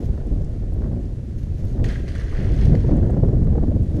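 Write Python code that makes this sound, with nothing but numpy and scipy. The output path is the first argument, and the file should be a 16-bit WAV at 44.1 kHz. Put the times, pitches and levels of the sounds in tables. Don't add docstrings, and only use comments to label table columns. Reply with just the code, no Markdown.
import sys
import numpy as np
from scipy import signal
from scipy.fft import rfft, irfft
from scipy.io import wavfile
from scipy.ndimage import uniform_filter1d

SR = 44100
rng = np.random.default_rng(int(sys.argv[2]) if len(sys.argv) > 2 else 0)


def dump(signal):
    limited = np.clip(np.atleast_2d(signal).T, -1, 1)
    pcm = np.round(limited * 32767).astype(np.int16)
    wavfile.write(sys.argv[1], SR, pcm)


N = 176400
T = np.arange(N) / SR

# t/s, level/dB, decay/s
WATER_SLAPS = [(1.8429, -32, 0.0033), (1.862, -46, .008), (2.08, -43, .01), (2.12, -44, .005),
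               (2.152, -39.5, .009), (2.369, -43.5, .004), (2.616, -43.5, .004), (2.753, -38.5, .003)]
# t/s, level/dB
CROWN_LEVEL = [(1.842, -91), (1.846, -39.5), (1.876, -49.5), (1.892, -41.5), (1.912, -44.5), (1.94, -48),
               (1.98, -52), (2.06, -63), (2.2, -75)]
# t/s, level/dB
SPRAY_LEVEL = [(2.04, -74), (2.085, -50), (2.135, -55.5), (2.165, -49.5), (2.21, -48), (2.26, -52),
               (2.38, -47), (2.55, -51.5), (2.64, -49), (2.72, -59), (2.9, -57.5), (3.15, -63), (3.5, -92)]
# t/s, level/dB
DROPLET_BOOST = [(2.1, 2), (2.35, -4), (2.64, 4), (2.8, 4), (3.1, -6)]
# f/Hz, level/dB
SPLASH_TONE = [(400, -30), (950, -7.5), (1300, -7), (1700, 0.5), (2050, -0.5), (2350, -6.5), (2800, -7.5),
               (3050, -7.5), (3400, -7.5), (3800, -13.5), (4200, -9.5), (5100, -15), (6600, -15.5),
               (7400, -26), (8400, -22), (12000, -32.5), (14500, -39.5)]
# t/s, f/Hz, level/dB
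AIR_POCKETS = [(1.842, 1980, -28.5), (1.865, 2000, -37), (1.9, 1680, -31.5), (1.91, 1460, -34),
               (1.957, 1600, -30), (2.151, 1880, -31.5), (2.195, 1800, -35), (2.209, 1640, -36),
               (2.325, 1240, -36), (2.37, 1720, -35.5), (2.75, 1990, -36.5)]
# t/s, level/dB
RUMBLE_LEVEL = [(0.0, -37), (0.09, -15), (0.14, -26), (0.28, -25), (0.32, -18.5), (0.52, -27),
                (0.73, -21.5), (1.27, -29.5), (1.55, -22.5), (1.59, -34), (1.65, -17.5), (1.68, -27),
                (1.85, -16.5), (1.87, -21.5), (2.1, -26.5), (2.7, -14), (2.75, -19), (3.05, -16.5),
                (3.14, -22), (3.3, -18), (3.5, -16.5), (3.97, -23), (4.0, -33)]
# t/s, buffeting level/dB, flutter and crackle level/dB
GUST_LEVELS = [(0, -31.5, -35), (.08, -30.5, -41.5), (.25, -34.5, -40), (.35, -27.5, -40), (.5, -33.5, -44),
               (.72, -34, -43.5), (.82, -28.5, -36.5), (.92, -26.5, -38.5), (1.16, -37.5, -48),
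               (1.42, -33.5, -50), (1.73, -33, -41.5), (1.83, -24.5, -34.5), (1.94, -33.5, -41.5),
               (2.3, -36.5, -42.5), (2.46, -27, -34), (2.63, -24.5, -37), (2.72, -14.5, -28),
               (2.81, -27.5, -38.5), (2.93, -16.5, -30), (3.02, -22.5, -30.5), (3.3, -21.5, -35.5),
               (3.6, -23, -34.5), (3.79, -23.5, -41), (3.89, -30, -42), (4, -21, -36.5)]
# f/Hz, level/dB
RUMBLE_TONE = [(12, -23.5), (22, 1.5), (32, 0), (60, 1.5), (100, -2.5), (135, -11.5), (200, -27.5),
               (400, -77.5), (3000, -110)]
BUFFET_TONE = [(60, -27), (100, -0.5), (130, -1.5), (200, -5), (300, -11), (390, -21), (600, -31),
               (1200, -83), (5000, -110)]
FLUTTER_TONE = [(200, -21.5), (330, 1), (400, -1), (520, -5.5), (700, -12), (900, -25.5), (1200, -36),
                (2400, -53), (14000, -89.5)]
CRACKLE_TONE = [(400, -13), (800, 8.5), (1200, 1), (1900, -3.5), (2400, -19.5), (5000, -23), (14000, -58)]
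# t/s, level/dB
BLUNT_EDDIES = [(2.684, -2.5), (3.233, -3), (3.341, -10), (3.426, -8.5), (3.807, -8.5)]
# t/s, flap level/dB, rasp level/dB
SHARP_EDDIES = [(0.821, -35, -43), (1.867, -28, -52), (2.747, -21.5, -53), (2.849, -26, -44),
                (2.894, -23.5, -46), (2.916, -20.5, -53), (3.032, -30, -44), (3.1, -23.5, -42.5),
                (3.17, -23, -45), (3.236, -20, -49), (3.291, -25, -47.5), (3.337, -20, -50),
                (3.557, -27, -42), (3.585, -23.5, -47), (3.639, -25, -52), (3.72, -27.5, -49.5),
                (3.767, -27.5, -52)]
# t/s, f/Hz, level/dB
GRIT_TICKS = [(.269, 7000, -54.5), (.419, 6000, -54.5), (0.446, 6500, -53), (0.739, 10500, -58),
              (1.055, 5000, -53.5), (1.653, 11200, -56), (2.968, 7440, -54), (3.104, 7860, -55),
              (3.446, 8500, -56), (3.83, 8100, -56)]
# t/s, level/dB, decay/s
RUBS = [(.04, -56, 0.04), (1.39, -62, .08), (1.595, -61, 0.012), (1.67, -57, 0.05), (3.95, -61.5, 0.11)]
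# f/Hz, level/dB
RUB_TONE = [(800, -20), (1700, 0.5), (2600, -3.5), (5000, -4.5), (6600, -2.5), (7600, -16), (12500, -10.5),
            (15000, -42)]
# t/s, level/dB
HISS_LEVEL = [(0, -55.5), (.6, -57), (1.3, -57.5), (1.68, -55), (3.6, -57), (4, -55)]
# f/Hz, level/dB
HISS_TONE = [(300, 9.5), (1000, -1), (1800, 0.5), (2400, -3.5), (3700, -5.5), (4400, -5.5), (5400, -8),
             (6600, -8), (7500, -11), (10800, -15.5), (12500, -21), (15000, -45)]

ECHO_DELAY_S, ECHO_FADE_S, ECHO_DB = 0.015, 0.65, -8.5
DROPS_PER_S, DROP_CYCLES, DROP_SPREAD_DB = 3400, 2.3, 1.8
PLOPS_PER_S, PLOP_LOW_HZ, PLOP_OCTAVES, PLOP_CYCLES = 92, 1096, 0.97, 9
POCKET_CYCLES, BREAKUP_S, BREAKUP_OCTAVES, BREAKUP_DB = 5.5, .008, 0.72, -5
RUMBLE_DB, BUFFET_DB, FLUTTER_DB, CRACKLE_DB = 1, 1.5, 0.5, -19.5


def splash():
    water = shape_tone(slaps() + crown() + spray(), SPLASH_TONE) + plops() + air_pockets()
    walls = rng.standard_normal(N) * burst(ECHO_DELAY_S, ECHO_FADE_S / np.log(1000))
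    echo = signal.fftconvolve(water, walls / np.linalg.norm(walls))[:N]
    return water + gain(ECHO_DB) * echo


def slaps(crack_db=16):
    loudness = sum(gain(db) * burst(start, decay) for start, db, decay in WATER_SLAPS)
    out = loudness * even_out(rng.standard_normal(N), 0.003)
    for start, db, _ in WATER_SLAPS:
        out[int(start * SR)] += gain(db + crack_db)
    return out


def crown(fill_s=0.029):
    big, fine = split_drops(patter(mist=1) * level_curve(CROWN_LEVEL))
    impact_s = WATER_SLAPS[0][0]
    return fine + big * np.clip((T - impact_s) / fill_s, 0, 1)


def spray():
    big, fine = split_drops(patter(mist=.75) * level_curve(SPRAY_LEVEL))
    sizzle = gain(2.2 * wander(rate_hz=400))
    return big + fine * level_curve(DROPLET_BOOST) * sizzle


def patter(mist):
    drops = np.zeros(N)
    for when, pitch, chance in rng.random((int(DROPS_PER_S * N / SR), 3)):
        hz = 900 * 15 ** pitch
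        extra_db = -DROP_SPREAD_DB * np.log(max(chance, .004))
        add_bubble(drops, when * T[-1], hz, DROP_CYCLES, hz * gain(extra_db), rise=0.017)
    return normalize(even_out(drops, 0.039) + mist * rng.standard_normal(N))


def split_drops(x, split_hz=3000):
    big = signal.sosfiltfilt(signal.butter(2, split_hz, fs=SR, output="sos"), x)
    return big, x - big


def plops():
    out = np.zeros(N)
    for when, pitch, size in rng.random((int(PLOPS_PER_S * N / SR), 3)):
        hz = PLOP_LOW_HZ * 2 ** (PLOP_OCTAVES * pitch)
        add_bubble(out, when * T[-1], hz, PLOP_CYCLES, gain(-11.75 + 11 * size))
    return out * level_curve(SPRAY_LEVEL)


def air_pockets(pieces=3):
    out = np.zeros(N)
    for start, hz, db in AIR_POCKETS:
        add_bubble(out, start, hz, POCKET_CYCLES, gain(db))
        for late, pitch in rng.random((pieces, 2)):
            piece_hz = hz * 2 ** (BREAKUP_OCTAVES * (pitch - .5))
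            add_bubble(out, start + late * BREAKUP_S, piece_hz, POCKET_CYCLES, gain(db + BREAKUP_DB))
    return out


def add_bubble(out, start, hz, cycles, strength, rise=0.013):
    first = int(start * SR)
    length = min(int(6 * cycles / hz * SR), N - first)
    age = np.arange(length) * hz / SR / cycles
    loudness = strength * np.exp(-age) * (1 - np.exp(-age * cycles))
    phase = 2 * np.pi * cycles * age * (1 + rise * age / 2)
    out[first:first + length] += loudness * np.sin(phase)


def wind():
    eddies = gain(2 * wander(rate_hz=98))
    rumble = even_out(noise(RUMBLE_TONE), 0.085) * level_curve(RUMBLE_LEVEL) * gain(RUMBLE_DB)
    buffet = even_out(noise(BUFFET_TONE) * eddies, 0.081) * level_curve(GUST_LEVELS) * gain(BUFFET_DB)
    flutter = even_out(noise(FLUTTER_TONE) * eddies, 0.078) * gain(FLUTTER_DB)
    sharp_peaks = noise(CRACKLE_TONE) * eddies * gain(4 * wander(rate_hz=230))
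    crackle = even_out(sharp_peaks, 0.4) * gain(CRACKLE_DB)
    return rumble + buffet + level_curve(GUST_LEVELS, column=2) * (flutter + crackle)


def thumps(width_s=.0032):
    out = np.zeros(N)
    for centre, db in BLUNT_EDDIES:
        push_and_pull = 1 - 2 * ((T - centre) / width_s) ** 2
        out += gain(db) * push_and_pull * swell(centre, width_s)
    return out


def flaps(flap_s=0.0067, rasp_s=0.0026):
    body = sum(gain(db) * swell(centre, flap_s) for centre, db, _ in SHARP_EDDIES)
    rasp = sum(gain(db) * swell(centre, rasp_s) for centre, _, db in SHARP_EDDIES)
    return body * even_out(noise(FLUTTER_TONE), flap_s) + rasp * even_out(noise(CRACKLE_TONE), flap_s)


def grit(width_octaves=0.6):
    out = np.zeros(N)
    for start, hz, db in GRIT_TICKS:
        edges_hz = hz * 2 ** (width_octaves * np.array([-.5, .5]))
        band = signal.butter(2, edges_hz, "band", fs=SR, output="sos")
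        tick = normalize(signal.sosfilt(band, rng.standard_normal(N)))
        out += gain(db) * burst(start, decay_s=0.003) * tick
    return out


def rustle(attack_s=0.022):
    loudness = sum(gain(db) * np.exp(-np.maximum((peak - T) / attack_s, (T - peak) / decay))
                   for peak, db, decay in RUBS)
    grain = noise(RUB_TONE) * gain(3.5 * wander(rate_hz=230))
    return normalize(grain) * loudness


def hiss():
    return noise(HISS_TONE) * level_curve(HISS_LEVEL) * gain(.5 * wander(rate_hz=25))


def gain(db):
    return 10 ** (np.asarray(db) / 20)


def normalize(x):
    return x / np.sqrt(np.mean(x ** 2))


def level_curve(table, column=1):
    rows = np.array(table, float)
    return gain(np.interp(T, rows[:, 0], rows[:, column]))


def shape_tone(x, tone):
    size = 2 * N
    hz, db = np.array(tone, float).T
    bin_hz = np.arange(N + 1) * SR / size
    response = normalize(gain(np.interp(np.log(bin_hz + 1), np.log(hz), db)))
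    cepstrum = irfft(np.log(response))
    cepstrum[1:N] *= 2
    cepstrum[N + 1:] = 0
    return irfft(rfft(x, size) * np.exp(rfft(cepstrum)))[:N]


def noise(tone):
    return normalize(shape_tone(rng.standard_normal(N), tone))


def wander(rate_hz):
    span = int(SR / rate_hz)
    smoothed = uniform_filter1d(rng.standard_normal(N), span, mode="wrap")
    return normalize(uniform_filter1d(smoothed, span, mode="wrap"))


def even_out(x, span_s):
    return x / np.sqrt(uniform_filter1d(x ** 2, int(span_s * SR)) + 1e-9)


def burst(start, decay_s):
    return (T >= start) * np.exp(-np.abs(T - start) / decay_s)


def swell(centre, width_s):
    return np.exp(-((T - centre) / width_s) ** 2)


def scene():
    return (wind() + thumps() + flaps() + splash() + grit() + rustle() + hiss())[None]


def record(dry, ceiling=1.3, fade_s=.004, top_hz=14500):
    softened = ceiling * np.tanh(dry / ceiling)
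    fade = np.minimum(np.minimum(T, T[::-1]) / fade_s, 1)
    treble_cut = signal.ellip(8, .2, 70, top_hz, fs=SR, output="sos")
    return signal.sosfilt(treble_cut, softened * fade)


dry = scene()
out = record(dry)
dump(out)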